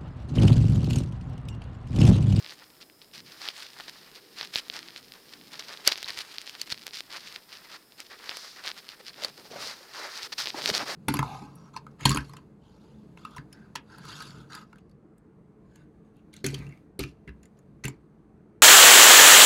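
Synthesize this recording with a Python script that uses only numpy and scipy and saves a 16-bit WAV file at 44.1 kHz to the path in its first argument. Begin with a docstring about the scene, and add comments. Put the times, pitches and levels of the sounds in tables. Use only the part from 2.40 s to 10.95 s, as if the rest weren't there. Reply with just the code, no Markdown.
"""Right beside a small camera, with no room echo, hands push a small bulb into a plastic socket.
Contacts snap and plastic ticks as sharp steps with tiny rattles; knocks and clips ring as fading sines.
Skin and sleeves rustle as filtered friction noise. At the end the hands let go and rub and knock
near the microphone. Jolts push the camera body; a low hum and a hiss, both noise, lie under all."""
import sys
import numpy as np
from scipy import signal
from scipy.fft import rfft, irfft, next_fast_len
from scipy.io import wavfile
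from scipy.ndimage import map_coordinates

SR = 44100
rng = np.random.default_rng(int(sys.argv[2]) if len(sys.argv) > 2 else 0)


def natural_amplitude(level_db):
    """Convert a level in decibels to a linear amplitude factor, elementwise."""
    exponent = np.asarray(level_db, float) / 20
    return 10 ** exponent


def master_out(mix):
    """Clip the mix to full scale and print it as 16-bit PCM to the path in sys.argv[1]."""
    frames = np.transpose(np.atleast_2d(mix))
    ceiling = np.clip(frames, -1, 1)
    pcm = np.round(ceiling * 32767).astype(np.int16)
    wavfile.write(sys.argv[1], SR, pcm)


N = 377055  # length in samples

# How much smooth noise covers the grit: plastic parts grate, the last rubs are soft.
# Each row: time in seconds, smooth noise as a multiple of the grit.
SOFTNESS = [(0, 0.56), (.9, 0.78), (2.1, 0.92), (2.2, 0.75), (4.9, 0.73), (5.2, 0.83), (5.93, 0.94),
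            (5.99, 2), (6.15, 1.54), (6.24, .8), (6.9, 0.94), (7.3, 1.6), (7.56, 1.5), (7.72, 1.8),
            (7.8, 1.2), (8.55, 1.6)]


def unit(x):
    """Scales a sound to an rms (average strength) of 1."""
    return x / np.sqrt(np.mean(x ** 2) + 1e-20)


def along(points, hz):
    """Reads a curve of (Hz, value) points on a logarithmic pitch axis."""
    f, v = np.transpose(points)
    return np.interp(np.log(hz + 1), np.log(f + 1), v)


def over_time(points):
    """Joins (seconds, value) points by straight lines, one value for each sample."""
    return np.interp(np.arange(N) / SR, *np.transpose(points))


def wobble(rate):
    """Draws a smooth random curve through `rate` random points a second."""
    knots = rng.standard_normal(int(N * rate / SR) + 4)
    return map_coordinates(knots, [np.arange(N) * rate / SR])


def filtered(x, response):
    """Multiplies the spectrum of x by a response that depends on frequency."""
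    m = next_fast_len(N + SR // 2)
    spectrum = rfft(x, m) * response(np.fft.rfftfreq(m, 1 / SR))
    return irfft(spectrum, m)[..., :N]


def band(x, lo_hz, hi_hz, order=2):
    """Keeps the frequencies between two edges, using only the past of the sound."""
    edges = np.clip([lo_hz, hi_hz], 20, .45 * SR)
    return signal.sosfilt(signal.butter(order, edges, "band", fs=SR, output="sos"), x)


def ticks():
    """Each contact is one sharp step and a brief rattle; soft parts thump, metal clips add treble."""
    # Ticks and snaps. Each row: start in seconds, strength in dB before the band gains,
    # treble in dB relative to that strength, rattle length in ms.
    contacts = [(0.046, -24.5, -15, .26), (0.063, -24, -17, 0.09), (.0951, -23.5, -25, .08),
                (0.368, -42, -7, 0.34), (.416, -34, -14, 0.17), (0.428, -33, -20, .1), (.499, -37, -16, .4),
                (.617, -33, -16, 0.44), (0.714, -42, -12, .1), (1.0542, -17, -16, 0.23),
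                (1.078, -19, -22, 0.54), (1.0873, -13, -14, 0.63), (1.1056, -27, -17, .1),
                (1.1651, -26, -17, 0.13), (1.204, -26, -18, 0.26), (1.2237, -22, -19, 0.063),
                (1.407, -29.5, -10, 1.1), (1.482, -26, -15, .3), (2.0117, -16, -16, .4),
                (2.0296, -22, -19, .9), (2.0337, -24, -20, 0.37), (2.0496, -25, -8, .06),
                (2.141, -21, -14, 0.43), (2.15, -21, -3, .2), (2.158, -4.5, -29, 0.31),
                (2.1658, -14, -7, 0.097), (2.175, -15, -26, 0.52), (2.1855, -19, -19, 0.97),
                (2.195, -27, -17, 0.81), (2.2833, -27, -8, 0.29), (2.2995, -15, -19, 0.58),
                (2.4292, -24.5, -18, 0.088), (2.4857, -25, -16, 0.18), (2.506, -26, -18, .1),
                (2.562, -21, -23, 0.23), (2.721, -20.5, -13, 0.054), (2.9362, -26, -20, 0.1),
                (3.013, -30.5, -18, 0.11), (3.1422, -25, -18, .1), (3.1951, -27, -3, .9),
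                (3.207, -23, -17, 0.35), (3.224, -27, -20, 0.87), (3.3393, -25, -24, 0.55),
                (3.3736, -26, -13, .45), (3.4516, -26, -10, 0.59), (3.4698, -16, -9, 0.24),
                (3.4745, -7, -23, 0.54), (3.4759, -12, 9, 1.5), (3.484, -9, -12, .09),
                (3.518, -18, -6, 1.2), (3.5214, -9, -28, 0.17), (3.5346, -24, -15, 0.99),
                (3.5574, -21, -17, .1), (3.5773, -19, -9, .6), (3.629, -15, -5.5, 0.085),
                (3.678, -22, -20, 0.22), (3.6857, -21, -22, .37), (3.695, -16, -21, .45),
                (3.705, -12, -19, 0.096), (3.775, -15, -19, 0.083), (3.7903, -27, -19, .4),
                (3.8085, -17, -21, .11), (3.8163, -26.5, -19, 1.2), (3.9835, -14.5, -13, 0.13),
                (4.016, -25.5, -3.5, 0.18), (4.076, -22, -25, 0.16), (4.0955, -19.5, -11, 0.45),
                (4.1519, -22, -14, .12), (4.2152, -24.5, 2.5, 2.45), (4.2755, -32, -10, 1.1),
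                (4.3038, -26, -15, .2), (4.322, -15.5, -6, 0.21), (4.324, -20, -41, 0.81),
                (4.3447, -27, -10, 0.073), (4.377, -28, -16, .5), (4.4674, -14.5, -4, 0.099),
                (4.4793, -24, -5, .16), (4.509, -31, -20, .4), (4.5365, -29, -16, .33),
                (4.557, -20, -10, .12), (4.5723, -30, -17, 0.37), (4.6062, -15.5, -10, 0.031),
                (4.7273, -28, -18, 0.72), (4.833, -40, -14, 0.091), (4.874, -24.5, -11, 0.26),
                (4.9609, -19, -17, 0.31), (5.12, -30, -18, 0.11), (5.128, -24.5, -19, 0.34),
                (5.153, -29, -22, 0.17), (5.522, -36.5, -25, 0.25), (5.603, -23.5, -3, 1.1),
                (5.8426, -28, -6, .09), (5.8935, -11.5, -17, 0.065), (5.913, -20, -18, 0.44),
                (5.97, -23, -3.5, 1.7), (6.2474, -30, -17, .44), (6.2713, -22, -19, 0.22),
                (6.2766, -14.5, -24, 0.056), (6.3025, -23.5, -21, 0.46), (6.3154, -20.5, -30, .1),
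                (6.49, -19, -13, 0.21), (6.733, -33, -18, .1), (6.743, -31, -18, .1), (6.847, -21, -3, 2.6),
                (7.117, -44, -16, .2), (7.483, -49, -16, 0.041), (8.0578, -15, -10, 0.56),
                (8.0629, -19, -14, 0.29), (8.072, -9.5, -20, 0.04), (8.0802, -21, -21, .65),
                (8.104, -16, -24, 0.086), (8.2131, -22, -22, .37), (8.22, -18, -21, .13),
                (8.241, -17, -21, 0.46), (8.259, -3, -12.5, 0.087), (8.281, -16, -15, .2),
                (8.3002, -12.5, -11, 1.9), (8.3399, -17.5, -20, 1.7), (8.3945, -20, -19, 0.97)]
    # Relative to the snap, before the band gains; long contacts are softer and thump more.
    thump_base_db, thump_scatter_db, thump_db_per_ms = -20, 2.1, 3
    ms = np.arange(SR // 60) / SR * 1000
    draws = rng.standard_normal((len(contacts), len(ms)))
    force = np.zeros((3, N + len(ms)))  # rows: snap, thump, treble
    for (s, db, treble_db, length_ms), draw in zip(contacts, draws):
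        rattle = 0.22 * draw * np.exp(-(ms / max(length_ms, .05)) ** 2.1)
        rattle[0] = -1  # the sharp step
        thump_db = thump_base_db + thump_db_per_ms * length_ms + thump_scatter_db * draw[0]
        levels = natural_amplitude(db + np.array([[0], [thump_db], [treble_db]]))
        force[:, round(s * SR):][:, :len(ms)] += levels * rattle
    snap, thump, treble = force[:, :N]
    body = natural_amplitude(31.0) * band(thump, 267, 2780)
    bass = natural_amplitude(16) * band(thump, 25, 250, order=1)
    return natural_amplitude(15.5) * band(snap, 1440, 4380) + body + bass + natural_amplitude(23.0) * band(treble, 5700, 12400)


def knocks():
    """A blow rings a hollow shell or a metal clip for a few cycles; higher notes die sooner."""
    # Hollow knocks and pings of the metal clips.
    # Each row: start in seconds, strength in dB before the fade-in and gain, pitch in Hz.
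    blows = [(2.157, -48, 385), (2.299, -50, 690), (3.474, -25.5, 606), (3.4753, -5.5, 4600),
             (3.644, -26, 3920), (4.215, -18.5, 4530), (4.324, -19, 4260), (6.603, -41.5, 510),
             (6.694, -33, 4370), (6.825, -32.5, 580), (6.847, -15, 4500), (6.847, -33, 537),
             (6.985, -54, 554), (7.112, -38, 465), (7.134, -39, 670), (7.159, -31.5, 564),
             (7.266, -37, 497), (7.408, -44.5, 540), (8.145, -29.5, 310), (8.144, -29, 856),
             (8.292, -22.5, 616), (8.294, -22, 438), (8.312, -26.5, 203), (8.428, -29, 286)]
    longest_t60_s, damped_above_hz = 0.035, 1200  # t60 is the time to fade by 60 dB
    t, out = np.arange(SR // 8) / SR, np.zeros(N + SR)
    for s, db, hz in blows:
        t60 = longest_t60_s / (1 + hz / damped_above_hz)
        envelope = natural_amplitude(db - 60 * t / t60) * (1 - np.exp(-t * hz / 0.96))
        ring = envelope * np.sin(2 * np.pi * hz * t)
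        out[round(s * SR):][:len(t)] += ring / abs(port(hz))  # evens out the port's later gain
    return natural_amplitude(7.0) * out[:N]


def slips(rate, spread_db):
    """Stick-slip friction: clumps of tiny impulses of uneven size over a smooth noise."""
    size = natural_amplitude(spread_db * np.minimum(rng.exponential(size=N), 4)) * rng.standard_normal(N)
    chance = rate / SR * natural_amplitude(5 * wobble(60))  # its wobble makes the clumps
    grains = size * (rng.random(N) < chance)
    soft = over_time(SOFTNESS)
    return (unit(grains) + soft * rng.standard_normal(N)) / np.sqrt(1 + soft ** 2)


def rubbing():
    """Each stroke's power climbs and falls; its dull part sits in the hollow of the hands."""
    # Single strokes of skin and cloth. Each row: strongest moment in seconds, rise in ms, fall in ms,
    # rustle in dB before the noise gains, dull part in dB relative to that rustle.
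    strokes = [(.14, 100, 7.5, -45.5, -9.5), (.234, 43, 11, -60.5, 2.5), (.424, 22, 18, -49, -11),
               (0.62, 5.4, 36, -56, -11), (.751, 21, 61, -43.5, -13), (.878, 30, 290, -52, -10),
               (1.058, 68, 59, -38, -9.5), (1.232, 108, 39, -45, -4.5), (1.407, 26, 7.9, -52.5, 2.5),
               (1.483, 6.4, 18, -41.5, -12), (1.69, 40, 10, -56, -6), (1.77, 25, 32, -48.5, -11),
               (2.002, 46, 60, -40, -9), (2.19, 68, 15.5, -35, -15), (2.36, 38, 47, -42, -5.5),
               (2.494, 110, 18, -50.5, -8), (2.594, 90, 12, -47.5, -11.5), (2.749, 16, 65, -55, -4),
               (2.938, 30, 46, -53.5, -5.5), (3.158, 52, 24, -48.5, -4), (3.196, 5.5, 25, -42.5, -6),
               (3.34, 77, 25, -44, -6.5), (3.482, 43, 66, -34.5, -10), (3.478, 6, 7, -28, -0.5),
               (3.517, 5, 18, -33.5, -18), (3.697, 21, 25, -38.5, -11), (3.781, 17, 56, -37, -14),
               (4.091, 39, 19, -45, -29), (4.156, 17, 17, -48.5, -7.5), (4.215, 38, 28, -42.5, -27),
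               (4.275, 14, 8.7, -43.5, -30), (4.325, 31, 9, -35.5, -17), (4.47, 15, 20, -47, -9),
               (4.555, 28, 57, -39, -22), (4.74, 45, 48, -43, -1.5), (4.964, 160, 31, -49, -8),
               (5.133, 49, 45, -48.5, -5), (5.24, 90, 46, -60, 2.5), (5.352, 65, 26, -49, -0.5),
               (5.42, 65, 27, -62, 1), (5.597, 21, 38, -44.5, -3.5), (5.712, 16, 57, -48.5, -0.5),
               (5.84, 56, 47, -51.5, 2.5), (5.92, 57, 36, -44, -0.5), (5.99, 81, 153, -44, -10.5),
               (6.27, 38, 40, -40, -2.5), (6.2, 52, 27, -55.5, 4.5), (6.39, 35, 21, -47, -5.5),
               (6.5, 7.1, 24, -48, -16), (6.545, 31, 9.8, -51, -3.5), (6.605, 14, 11, -48, -4),
               (6.685, 37, 28, -46, -6.5), (6.834, 78, 76, -44, -2.5), (6.854, 42, 5.5, -36.5, -12),
               (6.985, 17, 45, -55, 2.5), (7.065, 20, 20, -53.5, -2.5), (7.115, 14, 74, -49, 1.5),
               (7.165, 14, 49, -45.5, 2), (7.224, 36, 124, -37, -8), (7.27, 110, 450, -51, -6.5),
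               (7.433, 9.1, 60, -73, -3), (7.547, 16, 210, -44, -4.5), (7.62, 76, 60, -46, 3),
               (7.69, 60, 60, -49.5, 4), (7.77, 68, 42, -40, -5), (7.858, 73, 19, -39, -6.5),
               (7.926, 6, 15.7, -34.5, -9), (7.983, 3.5, 19, -30, -16), (8.01, 33, 34, -32.5, -9.5),
               (8.098, 127, 8.1, -41, -9), (8.149, 3.2, 100, -44.5, 0.5), (8.19, 38, 29, -37, -3.5),
               (8.255, 46, 32, -31.5, -7.5), (8.3, 30, 20.4, -29, -9), (8.34, 14.5, 59, -33, -6),
               (8.375, 53, 7.9, -27.5, -8.5), (8.4, 22, 50, -37, 0.5), (8.505, 52, 60, -35, 0)]
    # Steady rustle of fingers that never quite rest.
    # Each row: time in seconds, level in dB before the noise gains.
    fidget = [(0, -52.5), (.55, -70.5), (1.07, -57), (1.45, -50.5), (1.85, -60), (2.2, -52), (2.65, -59.5),
              (3.05, -59.5), (3.25, -49.5), (3.75, -47), (4.3, -54.5), (4.65, -57.5), (4.85, -51.5),
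              (5.03, -64), (5.3, -55), (5.46, -67.5), (5.9, -51.5), (6.3, -52.5), (6.58, -60.5), (6.9, -57),
              (7.35, -57), (7.51, -80), (7.9, -57.5), (8.12, -49.5), (8.55, -45.5)]
    # The hollow that the hands form around the socket. Each row: time in seconds, pitch in Hz.
    hollow = [(0, 1340), (.5, 800), (.8, 1240), (2.5, 1250), (3.3, 970), (3.7, 1200), (6.6, 1350),
              (6.85, 765), (7.16, 685), (7.26, 1220), (7.55, 1217), (7.6, 980), (7.7, 1180), (7.82, 1500),
              (8.05, 1280), (8.15, 780), (8.55, 945)]
    # Resonance bands of the dull rub. Each entry: centre in Hz.
    centres = [485, 714, 1047, 1500]
    fidget_dull_db = -9.5  # relative to the steady rustle
    airy_from, airy_full = .9, 2.4  # softness where the rustle starts to lose, and has lost, its low part

    t = np.arange(N) / SR
    bright_power = natural_amplitude(over_time(fidget)) ** 2
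    dull_power = natural_amplitude(fidget_dull_db) ** 2 * bright_power
    for top, rise_ms, fall_ms, db, dull_db in strokes:
        span = top + np.array([-rise_ms, 0, fall_ms]) / 1000
        at = slice(max(round(span[0] * SR), 0), round(span[-1] * SR))
        power = natural_amplitude(db) ** 2 * np.interp(t[at], span, [0, 1, 0])
        bright_power[at] += power
        dull_power[at] += natural_amplitude(dull_db) ** 2 * power

    # bands nearest the hollow's pitch get most of the dull power
    distance = np.log(np.array(centres)[:, None] / over_time(hollow))
    share = np.exp(-(distance / 0.5) ** 2)
    band_powers = dull_power * share / share.sum(0)

    grit = slips(rate=1500, spread_db=5.0)
    skin = slips(rate=900, spread_db=3.0)
    airy = np.clip((over_time(SOFTNESS) - airy_from) / (airy_full - airy_from), 0, 1)
    full_swish = unit(band(grit, 1550, 7220))
    airy_swish = natural_amplitude(-2) * unit(band(grit, 3320, 7400))
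    swish = (1 - airy) * full_swish + airy * airy_swish
    fizz = unit(band(grit, 5800, 11300))
    rustle = natural_amplitude(5.5 + 1.25 * wobble(45)) * swish + natural_amplitude(2 + 1.5 * wobble(15)) * fizz
    rub = np.zeros(N)
    for power, hz in zip(band_powers, centres):
        rub += np.sqrt(power) * unit(band(skin, hz / 1.325, hz * 1.34))
    return np.sqrt(bright_power) * rustle + natural_amplitude(10 + 1.9 * wobble(30)) * rub


def jolts():
    """A push and its slow rebound reach the microphone through the housing."""
    # Small jolts of the camera body. Each row: start in seconds, strength in dB before shape and gain.
    pushes = [(2.157, -44), (2.3, -59), (3.474, -46), (3.644, -54), (3.702, -55), (3.774, -55),
              (3.983, -63), (4.323, -45), (5.895, -58), (7.839, -56), (7.989, -53), (8.259, -56),
              (8.311, -48)]
    time_scale_ms = 1.27
    u, out = np.arange(SR // 15) / SR * 1000 / time_scale_ms, np.zeros(N + SR)
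    for s, db in pushes:
        out[round(s * SR):][:len(u)] += natural_amplitude(db + 10) * u * (1 - u / 2) * np.exp(1 - u)
    return out[:N]


def background():
    """Steady hiss with two faint narrow bands, and a low hum that swells; all are shaped noise."""
    # Colour of the hiss. Each row: frequency in Hz, relative level in dB.
    hiss_colour = [(15, -41), (25, 2.5), (80, -6), (190, 2.5), (390, 2.5), (560, 0.5), (800, -0.5),
                   (1700, -5.5), (3800, -17), (4800, -18.5), (5400, -4), (6000, -22), (6700, -10.5),
                   (15100, -6), (16400, -24)]
    # Faint narrow bands in the hiss. Each row: centre in Hz, width in Hz, middle level in dB.
    whistles = [(5100, 150, -68), (9040, 350, -77.5)]
    # Slow swell of the low hum; it jumps when a hand presses on the camera.
    # Each row: time in seconds, level in dB before the band levels.
    hum_swell = [(0, -61.5), (1.29, -65), (1.9, -60.5), (2.66, -60), (4.6, -63.5), (6.12, -64),
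                 (6.59, -63.5), (7.28, -60.5), (7.69, -70), (8.12, -58), (8.21, -51.5), (8.31, -45.5),
                 (8.36, -49.5), (8.55, -53)]
    # The hum gathers in bands that each come and go.
    # Each row: low edge in Hz, high edge in Hz, middle level in dB relative to the swell.
    hum_bands = [(122, 294, -4.5), (266, 350, -10.5), (352, 490, -6)]
    hiss_db = -61.5  # middle level

    hiss = unit(filtered(rng.standard_normal(N), lambda hz: natural_amplitude(along(hiss_colour, hz))))
    narrow = np.zeros(N)
    for hz, width, db in whistles:
        tone = unit(band(rng.standard_normal(N), hz - width / 2, hz + width / 2, order=1))
        narrow += natural_amplitude(db + 0.73 * wobble(2.06)) * tone
    hum = np.zeros(N)
    for lo_hz, hi_hz, db in hum_bands:
        hum += natural_amplitude(db + 4.1 * wobble(6)) * unit(band(rng.standard_normal(N), lo_hz, hi_hz))
    return natural_amplitude(hiss_db + 1.0 * wobble(7.1)) * hiss + narrow + natural_amplitude(over_time(hum_swell)) * hum


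def port(hz):
    """The microphone hole's resonances lift the presence range and fall steeply above it."""
    # Port resonances. Each row: centre in Hz, width in Hz, level in dB of that resonance alone.
    resonances = [(5004, 1700, 0.5), (9230, 430, -11.5), (16100, 7300, -14)]
    total = 0
    for k, (centre, width, db) in enumerate(resonances):
        resonance = centre * width / (centre * centre - hz * hz + 1j * hz * width)
        total = total + (-1) ** k * natural_amplitude(db) * resonance  # signs alternate
    return total


def scene():
    """Adds the sounds of the hands close to the camera, in the open."""
    return (rubbing() + ticks() + knocks())[None]


def low_pass(x):
    """Removes everything above the highest recorded frequency."""
    return signal.sosfilt(signal.butter(12, 16500, fs=SR, output="sos"), x)


def record(dry):
    """The port colours the hands' sounds; jolts and background join them unfiltered by it."""
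    mix = filtered(dry, port) + jolts() + background()
    return low_pass(mix)


dry = scene()
out = record(dry)
master_out(out)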